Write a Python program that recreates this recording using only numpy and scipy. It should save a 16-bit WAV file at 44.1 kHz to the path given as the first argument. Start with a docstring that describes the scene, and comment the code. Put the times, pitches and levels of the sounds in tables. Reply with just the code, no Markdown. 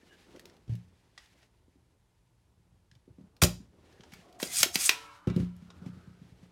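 """Spring-loaded solder pump over a circuit board on a wooden bench in a small quiet room.
Plunger released with a double snap, pushed back with a hissing rasp between clacks until it latches and its
spring rings: noise bursts, rubbed noise through barrel resonances, jolted coil modes, gliding noise bands.
Tools thud on the bench top (damped modes); fingers and sleeves rustle (shaped noise); the room hums faintly."""
import sys
import numpy as np
from scipy import signal
from scipy.fft import rfft, irfft
from scipy.io import wavfile

SR = 44100
rng = np.random.default_rng(int(sys.argv[2]) if len(sys.argv) > 2 else 0)


def transcribe(signal):
    """Save signal, clipped to [-1, 1], as a 16-bit WAV file at the path in sys.argv[1]."""
    frames = np.atleast_2d(signal).T
    limited = np.clip(frames, -1, 1)
    pcm = np.round(limited * 32767).astype(np.int16)
    wavfile.write(sys.argv[1], SR, pcm)


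def invert_db(x):
    """Field ratio 10**(x/20) for x, a level in decibels (scalar or array-like)."""
    u = np.asarray(x, float) / 20
    return 10 ** u


N = 287311

# steady room air: f/Hz, relative density/dB per Hz
AIR_SPECTRUM = [(15, -40.5), (25, -3.5), (66, -1.5), (93, -9.5), (125, -4), (150, -23), (176, -6.5),
                (207, -30.5), (515, -36.5), (927, -23.5), (1210, -33), (10600, -39), (15000, -50.5)]
AIR_RMS_DB = -69
# hum lines: f/Hz, mean peak level/dB
HUM_LINES = [(119, -84), (176.5, -84), (910, -97)]

# fingers and sleeves: t/s, dull rub level/dB, bright rustle level/dB
RUSTLE_LEVELS = [(0.0, -73, -76), (.07, -69, -68), (.26, -64, -68.5), (.374, -58.5, -67.5), (.5, -62, -70),
                 (.65, -74, -79), (.75, -74.5, -74.5), (1.2, -76, -76.5), (1.44, -71, -75),
                 (1.52, -78, -83.5), (2.9, -80.5, -89.5), (3.4, -71.5, -85.5), (3.7, -72.5, -81.5),
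                 (3.96, -62, -69), (4.38, -65, -75.5), (5.05, -78.5, -77.5), (5.52, -85, -77),
                 (5.79, -66, -72), (6.51, -68.5, -74.5)]
# dull rub: f/Hz, relative density/dB per Hz
RUB_SPECTRUM = [(35, -37.5), (60, -8), (341, 2), (375, 1.5), (745, -9), (1500, -15), (1950, -53),
                (3300, -120)]
# bright rustle: f/Hz, relative density/dB per Hz
CLOTH_SPECTRUM = [(470, -31.5), (800, -2.5), (1170, -13), (1710, -1.5), (2940, -4), (4790, -7.5),
                  (11200, -19), (15000, -28)]
# bright rustling bursts, mostly dying away after a clack: t/s, level/dB
RUSTLE_BURSTS = [(1.185, -62.5), (4.12, -59.5), (4.9, -43)]
BURST_FALL_DB_PER_S = 110.0
# loose things jiggled by a thud, relative to its peak
JIGGLE_BRIGHT_DB, JIGGLE_DULL_DB, JIGGLE_FALL_DB_PER_S = -40.5, -39, 250.5

# bench top trembling under resting arms: t/s, level/dB
TREMBLE_LEVELS = [(0.0, -68), (.98, -71), (1.25, -78), (1.68, -73), (2.14, -78), (2.7, -71.5),
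                  (3.92, -68.5), (4.3, -74.5), (4.65, -60), (5.15, -84), (5.6, -59), (6.51, -64.5)]
SHIVER_DB, SHIVER_FALL_DB_PER_S = -39.5, 74  # left by a thud, relative to its peak

# faint squeaks and spring whistles, some narrow, some a broad spring wash:
# t/s, length/s, first f/Hz, width/Hz, level/dB
SQUEAK_EVENTS = [(.005, 0.035, 1720, 162, -70), (.107, 0.055, 1650, 131, -58.5),
                 (.059, 0.11, 2900, 160, -71), (.164, 0.12, 1730, 80, -75), (3.913, 0.12, 1724, 201, -73.5),
                 (4.027, 0.034, 890, 120, -60.5), (4.153, 0.85, 680, 89, -58),
                 (4.196, .14, 1070, 99, -71.5), (4.462, 0.081, 2050, 110, -53),
                 (4.899, 0.64, 1167, 500, -61.5), (5.502, 0.79, 1300, 348.6, -68.5)]
SQUEAK_RISE_OCTAVES_PER_S = 0.19

# thuds through the bench top: t/s, peak/dB, most excited f/Hz, spread/octaves,
# ring time of this thud re the mode's usual t60/1 (used within 0.1..2)
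THUD_EVENTS = [(.03, -51, 278, .6, 0.79), (.37, -43.5, 405, 0.73, 0.5), (.456, -42.5, 378, 0.37, .3),
               (.678, -41.5, 90, 0.77, 0.35), (.694, -26, 115, .15, 0.99), (0.721, -27.5, 119, .4, 0.8),
               (.745, -39, 184, 0.28, 1), (1.68, -54.5, 300, 0.83, 0.9), (1.756, -56, 275, 0.3, 0.93),
               (2.596, -54.5, 95, 1.2, 0.6), (2.72, -55.5, 113, 1.05, 0.44), (2.918, -53, 151, .8, 0.36),
               (2.96, -50.5, 110, 0.46, 0.23), (3.077, -46, 300, 0.89, 0.94), (3.103, -47, 99, 0.99, 0.24),
               (3.183, -43, 255, 1.05, 1.5), (3.208, -43, 187, 0.47, 0.94), (3.237, -48.5, 221, 0.41, 0.78),
               (3.422, -12.5, 100, 1.9, 0.92), (3.424, -19.5, 416, .3, 0.36), (3.434, -14.5, 90, 1.1, 1.27),
               (3.441, -16.5, 381, 0.83, .64), (3.601, -40, 189, 0.56, 0.7), (3.996, -47, 248, 1.28, 0.32),
               (4.127, -45, 205, 0.62, 0.55), (4.188, -51, 204, 0.86, .43), (4.427, -22, 400, 1.2, 0.37),
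               (4.603, -40, 115, 0.88, 0.8), (4.632, -27, 495, 0.9, 0.2), (4.66, -31, 358, 0.33, 0.39),
               (4.755, -27, 300, 1.46, 0.23), (4.892, -31.5, 355, .27, 0.24),
               (5.271, -15.5, 180.6, 1.3, 0.95), (5.277, -27.5, 347, 0.57, 0.58),
               (5.299, -25.5, 150, 1.33, 1.03), (5.315, -28.5, 273, .47, 0.93),
               (5.361, -16.5, 187, 0.93, 1.55), (5.375, -25.5, 330, 0.57, 0.74),
               (5.398, -18, 144.1, 1.07, 0.86), (5.428, -24, 183, 1.12, 0.77),
               (5.621, -42.5, 179.6, 0.39, 2.24), (5.703, -51.5, 422, 0.92, 0.28),
               (5.817, -38, 170, 0.46, .77), (5.861, -30, 183.8, 0.77, 1.72),
               (5.885, -43, 278.4, 0.38, .95), (5.971, -41.5, 175, 0.44, .9), (6.073, -42, 158, 0.45, 1.9),
               (6.214, -40.5, 177, 0.56, 1.2), (6.318, -44, 110, .95, .8), (6.428, -44, 172, 0.71, .96)]
# bench-top modes: f/Hz, relative level/dB, usual t60/s
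BENCH_MODES = [(59.5, -5.5, 0.29), (85.3, 2, 0.076), (116.45, -1, .25), (147, -6.5, 0.17), (178, -2.5, .33),
               (209, -5.5, 0.13), (271.5, -1, 0.12), (362.3, -2, 0.13), (460, -9.5, 0.045),
               (512, -4.5, 0.099), (598, -3, .12), (684, -10.5, 0.34), (850, -15.5, 0.092)]

# room echoes by band: f/Hz, level/dB, t60/s
ROOM_BANDS = [(300, -12, 0.32), (860, -7.5, 0.22), (2170, -11, 0.22), (4770, -13.5, 0.29),
              (8900, -17.5, .23), (13000, -16.5, 0.22)]

# clacks and ticks of pump and tools: t/s, level/dB, body re level/dB, bright edge re level/dB, ring f/Hz
CLACK_EVENTS = [(0.361, -46, -23, -15, 2040), (0.395, -39, -19, -11, 1820), (0.455, -38, -30, -9.5, 5260),
                (0.4974, -49, -28, -16, 1800), (.5664, -55, -24, -11, 4230), (.679, -57, -12, -30, 3200),
                (0.736, -54, -15, -10.5, 4500), (0.7531, -47.5, -20, -7, 2820),
                (1.1772, -37.5, -10, -42, 1936), (1.2585, -51, -16, -20, 2900), (1.429, -55, -3, -30, 1810),
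                (2.9139, -48.5, -25, -34, 1730), (2.9521, -52.5, -19, -15, 3600),
                (3.3657, -48.5, -16, -13.5, 4244), (3.4183, -12, -6, -12, 9500),
                (3.4229, -13, -10, -3, 3800), (3.435, -6, -18, -8, 7100), (3.9258, -53, -19, -20.5, 1740),
                (4.007, -43.5, -16, -38, 3230), (4.035, -44, -8.5, -27, 3060),
                (4.136, -37.5, -10, -10, 2236), (4.3263, -52, -13.5, -7.5, 4530),
                (4.4, -33.5, -4, -3, 1910), (4.428, -18, -18, -6.5, 3270), (4.6302, -3.5, -18, -4, 6500),
                (4.7561, -9, -20.5, -7, 4800), (4.8927, -2.5, -23.5, -11.5, 2500),
                (5.2724, -43, 1, -30, 1510), (5.2993, -38, -8, -37, 2330), (5.3623, -41, -13, -5, 4000),
                (5.565, -60, -25, 3.5, 7000), (5.7027, -44.5, -3, -33, 3750), (5.8593, -55, 1.5, -18, 2310)]
TOUCH_MS, TOUCH_MS_PER_BODY_DB = 4.84, 0.11  # contacts that reach the hollow body last longer
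# ring of a 0 dB clack at 2400 Hz; hard clacks have slightly more ring, high rings less
RING_DB, RING_DB_PER_CLACK_DB, RING_DB_PER_OCTAVE = -7.0, 0.04, -3

# plunger seal in the barrel, one table a stroke: t/s, level/dB
SLIDE_STROKES = [
    [(3.4155, -55.5), (3.419, -24.5), (3.452, -27.5), (3.47, -45)],
    [(4.389, -62), (4.42, -38.5), (4.465, -42.5), (4.5, -46), (4.53, -35.5), (4.61, -25.5), (4.63, -33)],
    [(4.725, -55.5), (4.748, -34), (4.77, -40), (4.81, -30), (4.865, -29), (4.892, -36.5)],
]
# seal rub: f/Hz, relative density/dB per Hz
RASP_SPECTRUM = [(180, -53), (300, -33.5), (1010, -22), (1210, -10), (3080, -7), (4300, -3.5), (4590, -5.5),
                 (6520, 2), (7320, -2.5), (12900, -7.5), (16000, -14)]
# barrel resonances: f/Hz, width/Hz, mean gain/dB
BARREL_RESONANCES = [(2500, 170, 2), (3400, 200, 0.5), (4860, 300, 2.5), (7000, 90, 2.5), (7630, 90, 1),
                     (8570, 950, 1.5), (9500, 350, -2), (12500, 190, -1)]
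BRIGHT_DB, BRIGHT_DB_PER_LEVEL_DB = 3, 0.1  # treble gain at level 0 dB, and its slope

# jolts to the spring: t/s, level/dB
SPRING_JOLTS = [(4.429, -59), (4.758, -55), (4.893, -48), (5.035, -56.5), (5.272, -53), (5.364, -73)]
# coil spring modes: f/Hz, mean gain/dB, t60/s
SPRING_MODES = [(298, -16, 1.8), (448, -10, 0.59), (572, -8.5, 0.69), (714, -15.5, 0.54),
                (840, -14.5, 0.57), (919.6, -11, .8), (985, -4.5, 1), (1082, -9, 0.79), (1109, -5, .3),
                (1144, -9.5, 0.45), (1318.5, -0.5, 0.44), (1367, -9, 0.67), (1440, -7.5, .4),
                (1550, -12, .5), (1620, -8, 0.47), (1986, -13, 0.56), (2200, -3.5, 0.4), (2288, -10.5, .45),
                (2490, -5, .25), (2713, -7, .3), (2860, -9.5, .35), (3015, -9.5, 0.81), (3360, -11.5, 0.28),
                (3730, -11, 0.5), (4000, -12, 0.33)]


def rms_one(x):
    """Scale to unit power."""
    return x / np.sqrt(np.mean(x ** 2) + 1e-20)


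def in_time(rows, outside=None):
    """Interpolate the columns of a curve to one value per sample."""
    s, *columns = np.transpose(rows)
    t = np.arange(N) / SR
    return [np.interp(t, s, column, outside, outside) for column in columns]


def coloured(x, spectrum):
    """Filter noise to a spectrum; rms 1."""
    hz, db = np.transpose(spectrum)
    grid_hz = np.fft.rfftfreq(len(x), 1 / SR) + 1
    gain = invert_db(np.interp(np.log(grid_hz), np.log(hz), db))
    return rms_one(irfft(rfft(x) * gain, len(x)))


def drift(rate_hz):
    """Random curve through rate_hz knots a second; rms 1."""
    knots = rng.standard_normal(int(N / SR * 400))
    return rms_one(np.interp(np.arange(N) / SR * rate_hz, np.arange(len(knots)), knots))


def cut(x, hz, kind, order=2):
    """Butterworth filter."""
    sos = signal.butter(order, np.clip(hz, 20, SR / 2.2), kind, fs=SR, output="sos")
    return signal.sosfilt(sos, x)


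def resonance(x, hz, width_hz):
    """Two-pole resonance, peak gain 1."""
    r = np.exp(-np.pi * width_hz / SR)
    poles = [1, -2 * r * np.cos(2 * np.pi * hz / SR), r * r]
    return signal.lfilter([(1 - r * r) / 2, 0, (r * r - 1) / 2], poles, x)


def add(out, s, sound):
    """Mix a sound in at time s."""
    i = round(s * SR)
    out[i:i + len(sound)] += sound[:len(out) - i]


def grains(depth_db, rate_hz):
    """Noise whose strength jumps about, as many small contacts do."""
    return rng.standard_normal(N) * invert_db(depth_db * drift(rate_hz))


def after(events, db, fall_db_per_s):
    """Gain that jumps at each event, db re its level, and dies away; events add in power."""
    kicks = np.full(N, 1e-18)
    for s, event_db, *_ in events:
        kicks[round(s * SR)] += invert_db(2 * (event_db + db))
    power = signal.lfilter([1], [1, -invert_db(-2 * fall_db_per_s / SR)], kicks)
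    return np.sqrt(power)


def quiet_room():
    """Steady air noise plus hum lines wavering in level and phase."""
    t = np.arange(N) / SR
    hum = np.zeros(N)
    for hz, db in HUM_LINES:
        level = invert_db(db + 1.5 * drift(5.0))
        hum += level * np.sin(2 * np.pi * hz * t + 0.95 * drift(9.9))
    return invert_db(AIR_RMS_DB) * coloured(rng.standard_normal(N), AIR_SPECTRUM) + hum


def rustle():
    """Skin and cloth on the bench: dull rub and patchy bright rustle, stirred up by every thud."""
    rub_db, cloth_db = in_time(RUSTLE_LEVELS)
    dull = invert_db(rub_db) + after(THUD_EVENTS, JIGGLE_DULL_DB, JIGGLE_FALL_DB_PER_S)
    bright = invert_db(cloth_db) + after(THUD_EVENTS, JIGGLE_BRIGHT_DB, JIGGLE_FALL_DB_PER_S)
    bright += after(RUSTLE_BURSTS, 0, BURST_FALL_DB_PER_S)
    rub = dull * invert_db(2.0 * drift(42.0)) * coloured(grains(1.5, rate_hz=20.0), RUB_SPECTRUM)
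    cloth = bright * invert_db(2.0 * drift(37.0)) * coloured(grains(0.81, rate_hz=69.0), CLOTH_SPECTRUM)
    return rub + cloth


def tremble():
    """Weak unsteady pushes keep the six lowest bench modes murmuring; thuds leave them shivering."""
    pushes = grains(2.7, rate_hz=26.0)
    modes = sum(invert_db(db) * resonance(pushes, hz, 0.64 / t60) for hz, db, t60 in BENCH_MODES[:6])
    arms_db, = in_time(TREMBLE_LEVELS)
    shiver = after(THUD_EVENTS, SHIVER_DB, SHIVER_FALL_DB_PER_S)
    return (invert_db(arms_db) + shiver) * rms_one(modes)


def squeaks():
    """Faint squeaks and spring whistles, some narrow, some a broad wash: noise bands gliding slowly up."""
    out = np.zeros(N)
    for s, length_s, first_hz, width_hz, db in SQUEAK_EVENTS:
        last_hz = first_hz * 2 ** (SQUEAK_RISE_OCTAVES_PER_S * length_s)
        n = int(length_s * SR)
        phase = 2 * np.pi * np.cumsum(np.linspace(first_hz, last_hz, n)) / SR
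        # two slow noises on quadrature carriers; filter onset dropped
        wobble = cut(rng.standard_normal((2, n + 4000)), width_hz / 2, "low")[:, 4000:]
        tone = rms_one(wobble[0]) * np.cos(phase) + rms_one(wobble[1]) * np.sin(phase)
        add(out, s, invert_db(db) * rms_one(tone) * np.sqrt(np.hanning(n)))
    return out


def bench():
    """Where a blow lands decides which modes it reaches; contact lasts about a quarter of their cycle."""
    out, t = np.zeros(N), np.arange(SR // 2) / SR
    hz, mode_db, t60 = np.transpose(BENCH_MODES)[:, :, None]
    # bending waves spread out on their way: modes do not start in step
    lag_rad = -1.3 * np.arange(len(BENCH_MODES))[:, None]
    for s, db, centre_hz, spread_octaves, ring_ratio in THUD_EVENTS:
        uneven_db = rng.normal(0, 3, hz.shape)
        octaves = np.log2(hz / centre_hz)
        reach_db = -9.0 * (octaves / np.clip(spread_octaves, .15, 3)) ** 2 + uneven_db
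        decay_db = -60 * t / (t60 * np.clip(ring_ratio, .1, 2))
        modes = invert_db(mode_db + reach_db + decay_db) * np.sin(2 * np.pi * hz * t + lag_rad)
        contact = np.hanning(int(.25 * SR / centre_hz))
        thud = signal.fftconvolve(modes.sum(axis=0), contact)
        onset = 1 - np.exp(-np.arange(len(thud)) / SR / 0.00043)
        thud = cut(thud * onset, centre_hz / 6.7, "high")
        add(out, s, invert_db(db) * thud / np.abs(thud).max())
    return out


def walls(x):
    """Dense echoes: noise dying away in each band, building up over the first reflections."""
    t = np.arange(SR // 2) / SR
    tail = np.zeros(len(t))
    for hz, db, t60 in ROOM_BANDS:
        noise = cut(rng.standard_normal(len(t)), [hz / 1.55, hz * 1.55], "band")
        band = noise * invert_db(-60 * t / t60) * (1 - np.exp(-t / 0.0039))
        tail += invert_db(db) * band * np.sqrt(2 * hz / SR / np.sum(band ** 2))
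    return signal.fftconvolve(x, tail)[:N]


def clacks():
    """A few ms of chattering contact, then loose parts rattle out: crack, short ring, hollow body, edge."""
    out, t = np.zeros(N), np.arange(SR // 8) / SR
    rattle = invert_db(-17.5) * (1 - np.exp(-t / 0.0014)) * np.exp(-t / .018)
    for s, db, body_db, edge_db, ring_hz in CLACK_EVENTS:
        touch_ms = np.clip(TOUCH_MS + TOUCH_MS_PER_BODY_DB * body_db, .3, 30)
        ring_db = RING_DB + RING_DB_PER_CLACK_DB * db
        ring_db += RING_DB_PER_OCTAVE * np.log2(ring_hz / 2400)
        touch = (1 - np.exp(-t / 0.00022)) * np.exp(-(1000 * t / touch_ms) ** 0.97)
        contact = rng.standard_normal((3, len(t))) * (touch + rattle)
        crack = cut(contact[0], [1700, 6200], "band", order=3)
        edge = cut(contact[1], [6000, 14500], "band")
        body = cut(contact[2], [650, 1500], "band")
        ring = touch * np.sin(2 * np.pi * ring_hz * t)
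        layers = [(-3, crack), (ring_db, ring), (edge_db, edge), (body_db, body)]
        clack = sum(invert_db(layer_db) * layer / np.abs(layer).max() for layer_db, layer in layers)
        add(out, s, invert_db(db) * clack)
    return out


def slide():
    """Seal rubs the barrel wall: dense grains, coloured by barrel resonances that come and go."""
    rub = coloured(grains(1.3, rate_hz=400.0), RASP_SPECTRUM)
    rings = np.zeros(N)
    for hz, width_hz, db in BARREL_RESONANCES:
        rings += invert_db(db + 3.8 * drift(66.0)) * resonance(rub, hz, width_hz)
    rasp = rms_one(rub + rings)
    treble, out = cut(rasp, 4700, "high"), np.zeros(N)
    for stroke in SLIDE_STROKES:
        level_db, = in_time(stroke, outside=-150)
        # a faster, louder seal sounds brighter
        bright_db = BRIGHT_DB + BRIGHT_DB_PER_LEVEL_DB * level_db
        out += invert_db(level_db) * (rasp + (invert_db(bright_db) - 1) * treble)
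    return out


def spring():
    """Each jolt makes the coils chatter for a moment; every mode rings on, beating unevenly."""
    chatter, t = np.full(N, 1e-18), np.arange(SR // 4) / SR
    for s, db in SPRING_JOLTS:
        burst = rng.standard_normal(len(t)) * np.exp(-t / 0.043)
        add(chatter, s, invert_db(db) * burst / np.sqrt(np.sum(burst ** 2)))
    out = np.zeros(N)
    for hz, db, t60 in SPRING_MODES:
        r, w = invert_db(-60 / (t60 * SR)), 2 * np.pi * hz / SR
        beating_db = 3.2 * drift(70.0)
        ringing = signal.lfilter([0, np.sin(w)], [1, -2 * r * np.cos(w), r * r], chatter)
        out += invert_db(db + beating_db) * ringing
    return out


def scene():
    """Pump near the microphone, bench under it, room around; one channel."""
    near = clacks() + slide() + bench()
    mix = near + walls(near) + spring() + squeaks() + rustle() + tremble() + quiet_room()
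    return mix[None, :]


def band_limit(x):
    """A steep low-pass at the top of the band."""
    return signal.sosfilt(signal.butter(12, 16990, fs=SR, output="sos"), x)


def record(dry):
    """Deep bass and the very top are missing."""
    no_bass = cut(dry, 45, "high", order=4)
    mix = cut(no_bass, 16050, "low", order=10)
    return band_limit(mix)


dry = scene()
out = record(dry)
transcribe(out)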